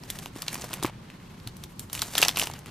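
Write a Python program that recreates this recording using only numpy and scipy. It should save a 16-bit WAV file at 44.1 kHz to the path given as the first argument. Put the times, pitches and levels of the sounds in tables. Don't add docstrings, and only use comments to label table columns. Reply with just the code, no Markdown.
import sys
import numpy as np
from scipy import signal
from scipy.fft import rfft, irfft, next_fast_len
from scipy.io import wavfile

SR = 44100
rng = np.random.default_rng(int(sys.argv[2]) if len(sys.argv) > 2 else 0)


def to_linear_factor(level_db):
    exponent = np.asarray(level_db, float) / 20
    return 10 ** exponent


def bounce(signal):
    frames = np.transpose(np.atleast_2d(signal))
    limited = np.clip(frames, -1, 1)
    pcm = np.round(limited * 32767).astype(np.int16)
    wavfile.write(sys.argv[1], SR, pcm)


N = 119070

# freq_hz, density_db
ROOM_SPECTRUM = [(25, -5), (50, -5.5), (150, 3.5), (233, -7), (420, -12.5), (624, -21.5), (1050, -15),
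                 (1300, -22.5), (2900, -29), (4000, -27), (16000, -48)]
# freq_hz, correlation
ROOM_LIKENESS = [(130, 1), (290, 0.87), (640, 0.039), (3100, 0.028), (7000, 0.018)]
# freq_hz, correlation
SHEET_LIKENESS = [(300, 0.99), (2400, 1), (4400, 0.88), (8000, 0.35), (15000, 0.022)]
# time_s, rustle_db, bright_db
HANDLING_CURVE = [(0, -56, -57), (.12, -48.5, -46), (0.268, -49, -46.5), (0.307, -59, -62),
                  (0.376, -43.5, -43), (0.41, -51, -50), (.5, -46, -43.5), (.69, -47, -47),
                  (0.859, -41.5, -52.5), (.93, -55.5, -66), (1.45, -54, -57.5), (1.75, -62.5, -58.5),
                  (1.82, -58, -46.5), (1.91, -54.5, -58), (1.94, -49.5, -40), (2.12, -47.5, -41.5),
                  (2.25, -42.5, -33), (2.34, -47.5, -50), (2.412, -41.5, -33), (2.522, -51, -56),
                  (2.7, -48.5, -55.5)]
# freq_hz, density_db
RUB_SPECTRUM = [(300, 22), (700, -8.5), (1500, 14), (2800, 11), (4500, 3), (7500, -25)]
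# freq_hz, density_db
BRIGHT_SPECTRUM = [(6000, -6), (8000, 4), (11000, 0.8), (15000, 1)]
# start_s, level_db, pitch_hz
DESK_BUMPS = [(.845, -27, 122.6), (1.465, -31.5, 112)]
# start_s, level_db, pitch_hz
CARD_FLEXES = [(.3605, -27.5, 320), (.4285, -26, 1160), (.481, -27, 880), (.640, -25.5, 625),
               (.648, -30, 544), (.710, -26, 1060), (.741, -27, 1020), (.8275, -22, 382), (.8465, -14, 343),
               (.8478, -11, 1090), (.850, -22, 383), (.897, -29, 870), (2.023, -15.5, 1370),
               (2.192, -28, 734), (2.2005, -22.5, 423), (2.260, -17.5, 800)]
# start_s, ring_hz, ring_db, crack_db, pop_db
CREASE_SNAPS = [(0.0362, 5150, -34.5, -44.5, -37.5), (0.102, 3420, -20.5, -18.5, -63),
                (0.1544, 1930, -38, -46, -58), (0.1886, 3480, -32.5, -31.5, -44),
                (0.259, 2860, -27.5, -35.5, -26.5), (0.4208, 4530, -21, -25, -57),
                (0.482, 4280, -15, -34, -72), (0.53, 2300, -33, -28, -51), (0.544, 2400, -35, -25, -46),
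                (0.5548, 2480, -27.5, -33.5, -25.5), (0.6128, 6070, -48, -32, -51),
                (0.62, 6500, -24.5, -43, -39), (0.6428, 4300, -33, -29, -31.5),
                (0.732, 3120, -24.5, -29, -32), (0.7387, 2600, -25.5, -21.5, -35),
                (0.8271, 3600, -24.5, -25, -23), (0.835, 3530, -21.5, -20.5, -36),
                (0.8533, 2280, -23.5, -32, -31), (0.8627, 2270, -28.5, -29, -40),
                (1.1013, 2560, -37.5, -46, -70), (1.4002, 4670, -39.5, -50, -61),
                (1.4741, 4260, -24, -31.5, -44.5), (1.5681, 4260, -54, -40.5, -60),
                (1.638, 3400, -30.5, -33, -43.5), (1.795, 4100, -29, -26, -43.5),
                (1.8987, 3780, -34, -43, -39.5), (1.9304, 6350, -23.5, -19.5, -48),
                (1.951, 2820, -23.5, -27, -33), (1.977, 2400, -28, -45, -57),
                (1.993, 3380, -25.5, -30, -59), (2.0188, 4140, -14, -15, -36),
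                (2.0269, 3340, -27, -32, -27), (2.153, 3900, -13.5, -28, -23), (2.17, 5940, -18, -40, -33),
                (2.18, 3340, -8, -12, -33), (2.2067, 6500, -21, -35, -37), (2.2169, 5140, -15.5, -16, -31),
                (2.2275, 2800, -1, -13, -15.5), (2.237, 4470, -15.5, -22, -21),
                (2.25, 5600, -9.5, -21, -23), (2.2835, 5430, -7, -13.5, -24), (2.2915, 3520, -13, -26, -25),
                (2.3605, 3900, -19, -39, -49), (2.3718, 2820, -18, -16, -21), (2.3800, 2700, -19, -35, -34),
                (2.3883, 4530, -20, -19.5, -50), (2.3969, 2900, -13, -15, -56),
                (2.3998, 2930, -29, -29, -42), (2.4166, 2980, -15.5, -32, -34),
                (2.4247, 5100, -20.5, -30, -20.5), (2.434, 6350, -19.5, -27, -44),
                (2.4394, 5800, -22, -35, -39), (2.4569, 3980, -46, -32, -53),
                (2.4716, 2920, -24.5, -28, -25), (2.499, 2200, -48, -38, -25.5),
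                (2.5136, 6800, -30, -42.5, -45), (2.5371, 6400, -30, -41, -37.5),
                (2.5908, 1800, -61, -38.5, -42), (2.66, 2460, -39.5, -38, -35.5)]

ROOM_DB, ROOM_PATCHY_DB = -45, 0.84
ECHO_T60_S, ECHO_GAIN_DB, WALL_CUT_HZ, ECHO_CROSS_GAIN = 0.14, -18, 8100, 0.71
RUB_GAIN_DB, BRIGHT_GAIN_DB, RUB_PATCHY_DB = -3.5, -5.5, 3
CRINKLES_PER_S, CRINKLE_SPREAD_DB, CRINKLE_CYCLES = 1200, 3.5, 3.05
COARSE_GAIN_DB, FINE_GAIN_DB = -2.5, -0.94
CREASING_DB = -46
BUMP_CYCLES, FLEX_CYCLES, FLEX_GAIN_DB = 13.6, 5.0, 2.5
RISE_S = 0.000092
RING_CYCLES, RING_GAIN_DB, RING_SPREAD_LN = 13.4, 5.5, 0.43
CRACK_HZ, CRACK_DECAY_S, CRACK_TONE, CRACK_GAIN_DB = 5750, 0.0005, 0.38, 3
POP_HZ, POP_CYCLES, POP_LAG_S, POP_GAIN_DB = 953, 7.0, 0.00081, 3
SHIVER_GAIN_DB, SHIVER_T60_S, SHIVER_LUMPS_DB, SIZZLE_GAIN_DB = -9, 0.046, 4.5, -8
FILM_LOW_HZ, FILM_TOP_HZ = 1650, 5270
STRAIN_GAIN_DB, STRAIN_S = -11, 0.002
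MIC_TOP_HZ = 14500


def rms_one(x):
    return x / np.sqrt(np.mean(x ** 2) + 1e-20)


def at_hz(points, hz):
    p = np.array(points)
    return np.interp(np.log(hz + 1), np.log(p[:, 0] + 1), p[:, 1])


def drift(rate_hz):
    r = np.exp(-80 * np.pi * rate_hz / SR)
    noise = rng.standard_normal(N // 40 + 2002)
    slow = signal.lfilter([1], [1, -2 * r, r * r], noise)[2000:]
    return np.interp(np.arange(N) / 40, np.arange(len(slow)), rms_one(slow))


def cut(x, hz, kind):
    sos = signal.butter(2, np.clip(hz, 20, .45 * SR), kind, fs=SR, output="sos")
    return signal.sosfilt(sos, x)


def add(out, start_s, sound):
    i = int(start_s * SR)
    out[..., i:i + sound.shape[-1]] += sound[..., :N - i]


def ping(hz, cycles, phase=0):
    t = np.arange(4000) / SR
    decay = to_linear_factor(-60 * t * hz / cycles)
    return np.sin(2 * np.pi * hz * t + phase) * decay * (1 - np.exp(-t / RISE_S))


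def coloured(spectrum, alike, patchy_db, together):
    out, edges = 0, 25 * 2 ** np.arange(0, 9.6, .5)
    white = rng.standard_normal((2, 2, N))
    for k, (low, high) in enumerate(zip(edges, edges[1:])):
        hz = np.sqrt(low * high)
        if spectrum[0][0] * .7 < hz < spectrum[-1][0] * 1.2:
            band = signal.butter(2, [low, high], "band", fs=SR, output="sos")
            mid, side = signal.sosfilt(band, white[k % 2])
            c = np.clip(at_hz(alike, hz), -1, 1)
            flicker_db = patchy_db * (together + .5 * drift(40))
            gain = to_linear_factor(at_hz(spectrum, hz) + flicker_db)
            out = out + gain * (np.sqrt(1 + c) * mid + np.sqrt(1 - c) * side * [[1], [-1]])
    return rms_one(out)


def room_tone():
    tone = coloured(ROOM_SPECTRUM, ROOM_LIKENESS, ROOM_PATCHY_DB, drift(11))
    return to_linear_factor(ROOM_DB) * tone


def walls(x):
    size = next_fast_len(N + SR)
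    w, echo = 2 * np.pi * np.arange(size // 2 + 1) / size, np.zeros((2, N))
    dull = 1 / (1 + 1j * w * SR / (2 * np.pi * WALL_CUT_HZ))
    spectrum = rfft(x, size)
    all_lags = (rng.uniform(0.0053, .03, (2, 8)) * SR).astype(int)
    for side, lags in enumerate(all_lags):
        loops = [to_linear_factor(-60 * lag / SR / ECHO_T60_S) * dull * np.exp(-1j * w * lag) for lag in lags]
        response = sum((-1) ** k * g / (1 - g) for k, g in enumerate(loops))
        echo[side] = irfft(spectrum * response, size)[:N]
    echo = cut(echo, 370, "high")
    return to_linear_factor(ECHO_GAIN_DB) * (echo + ECHO_CROSS_GAIN * echo[::-1])


def rubbing(rustle, bright, busy):
    low = coloured(RUB_SPECTRUM, SHEET_LIKENESS, RUB_PATCHY_DB, busy)
    high = coloured(BRIGHT_SPECTRUM, SHEET_LIKENESS, RUB_PATCHY_DB, busy)
    return to_linear_factor(RUB_GAIN_DB) * rustle * low + to_linear_factor(BRIGHT_GAIN_DB) * bright * high


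def resonate(low_hz, high_hz, clicks):
    dealt, out = rng.integers(0, 12, N), 0
    for k, hz in enumerate(np.geomspace(low_hz, high_hz, 12)):
        r, w = to_linear_factor(-60 * hz / (CRINKLE_CYCLES * SR)), 2 * np.pi * hz / SR
        mine = clicks * (dealt == k) + 1e-18
        out = out + signal.lfilter([0, np.sin(w)], [1, -2 * r * np.cos(w), r * r], mine)
    return rms_one(out)


def crinkles(rustle, bright, busy):
    sizes_db = CRINKLE_SPREAD_DB * np.minimum(rng.exponential(1, N), 4)
    sizes = to_linear_factor(sizes_db) * rng.choice([-1, 1], N)
    clicks = sizes * (rng.random(N) < CRINKLES_PER_S * to_linear_factor(3.5 * busy) / SR)
    coarse = to_linear_factor(COARSE_GAIN_DB) * rustle * resonate(712, 4700, clicks)
    fine = to_linear_factor(FINE_GAIN_DB) * bright * resonate(4840, 9100, clicks)
    return (coarse + fine) * np.minimum(rustle / to_linear_factor(CREASING_DB), 1)


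def knocks(rows, cycles, gain_db):
    out = np.zeros(N)
    for start_s, level_db, hz in rows:
        modes = ping(hz, cycles) + .5 * ping(hz * 2.35, cycles)
        knock = cut(cut(modes, hz * 8, "low"), hz * 0.49, "high")
        add(out, start_s, -to_linear_factor(level_db + gain_db) * knock)
    return out


def snaps():
    out, t = np.zeros((2, N)), np.arange(4000) / SR
    for start_s, hz, ring_db, crack_db, pop_db in CREASE_SNAPS:
        noise, chance = rng.standard_normal((4, 2, 4000)), rng.uniform(-0.96, 1, 6)

        ring = ping(hz, RING_CYCLES)
        for detune, phase in chance.reshape(3, 2):
            side_hz = hz * np.exp(RING_SPREAD_LN * detune)
            ring = ring + .5 * ping(side_hz, RING_CYCLES * 0.4, phase * np.pi)

        thin = np.tanh((crack_db - ring_db) / 11.4)
        centre_hz = CRACK_HZ * 1.08 * np.exp(0.68 * chance[3] + 0.24 * thin)
        bright = cut(noise[0], CRACK_HZ, "high")
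        tone = cut(cut(bright, centre_hz * 0.66, "high"), centre_hz * 0.77, "low")
        crack = (bright + CRACK_TONE * 4 * tone) * np.exp(-t / CRACK_DECAY_S)
        crack = crack / np.abs(crack[0]).max() * 2

        lumps = to_linear_factor(SHIVER_LUMPS_DB * np.repeat(noise[3, 0, :100], 40))
        film = cut(cut(noise[1:3], FILM_LOW_HZ, "high"), FILM_TOP_HZ, "low")
        sizzle = to_linear_factor(crack_db + SIZZLE_GAIN_DB) * bright[:, ::-1]
        shiver = to_linear_factor(ring_db + SHIVER_GAIN_DB) * film[0] + sizzle
        shiver = shiver * lumps * to_linear_factor(-60 * t / SHIVER_T60_S)

        strain = (film[1] * lumps * np.exp(-t / STRAIN_S))[:, 999::-1]
        force = np.hypot(to_linear_factor(ring_db), to_linear_factor(crack_db))
        pop = ping(POP_HZ * np.exp(0.22 * chance[0]), POP_CYCLES)

        ring = np.sign(chance[1]) * to_linear_factor(ring_db + RING_GAIN_DB) * ring
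        add(out, start_s, ring + to_linear_factor(crack_db + CRACK_GAIN_DB) * crack + shiver)
        add(out, start_s - 1000 / SR, to_linear_factor(STRAIN_GAIN_DB) * force * strain)
        add(out, start_s + POP_LAG_S, to_linear_factor(pop_db + POP_GAIN_DB) * pop)
    return out


def two_ports(x):
    size = next_fast_len(N + 4096)
    c = np.clip(at_hz(SHEET_LIKENESS, np.arange(size // 2 + 1) * SR / size), -1, 1)
    weights = np.sqrt([1 + c, 1 - c]) * [[1], [1j]]
    mid, side = irfft(rfft(x, size) * weights, size)[:, :N]
    return np.array([mid + side, mid - side]) / np.sqrt(2)


def scene():
    time_s, rustle_db, bright_db = np.transpose(HANDLING_CURVE)
    t = np.arange(N) / SR
    rustle = to_linear_factor(np.interp(t, time_s, rustle_db))
    bright = to_linear_factor(np.interp(t, time_s, bright_db))
    busy = drift(25)
    sheet = crinkles(rustle, bright, busy) + knocks(DESK_BUMPS, BUMP_CYCLES, 0)
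    sheet = sheet + knocks(CARD_FLEXES, FLEX_CYCLES, FLEX_GAIN_DB) + snaps()
    return room_tone() + walls(sheet[0]) + rubbing(rustle, bright, busy) + two_ports(sheet)


def top_cut(x):
    return signal.sosfilt(signal.butter(12, 16630, fs=SR, output="sos"), x)


def record(dry):
    clipped = np.clip(dry, -.85, .85)
    mix = signal.sosfilt(signal.butter(12, MIC_TOP_HZ, fs=SR, output="sos"), clipped)
    return top_cut(mix)


dry = scene()
out = record(dry)
bounce(out)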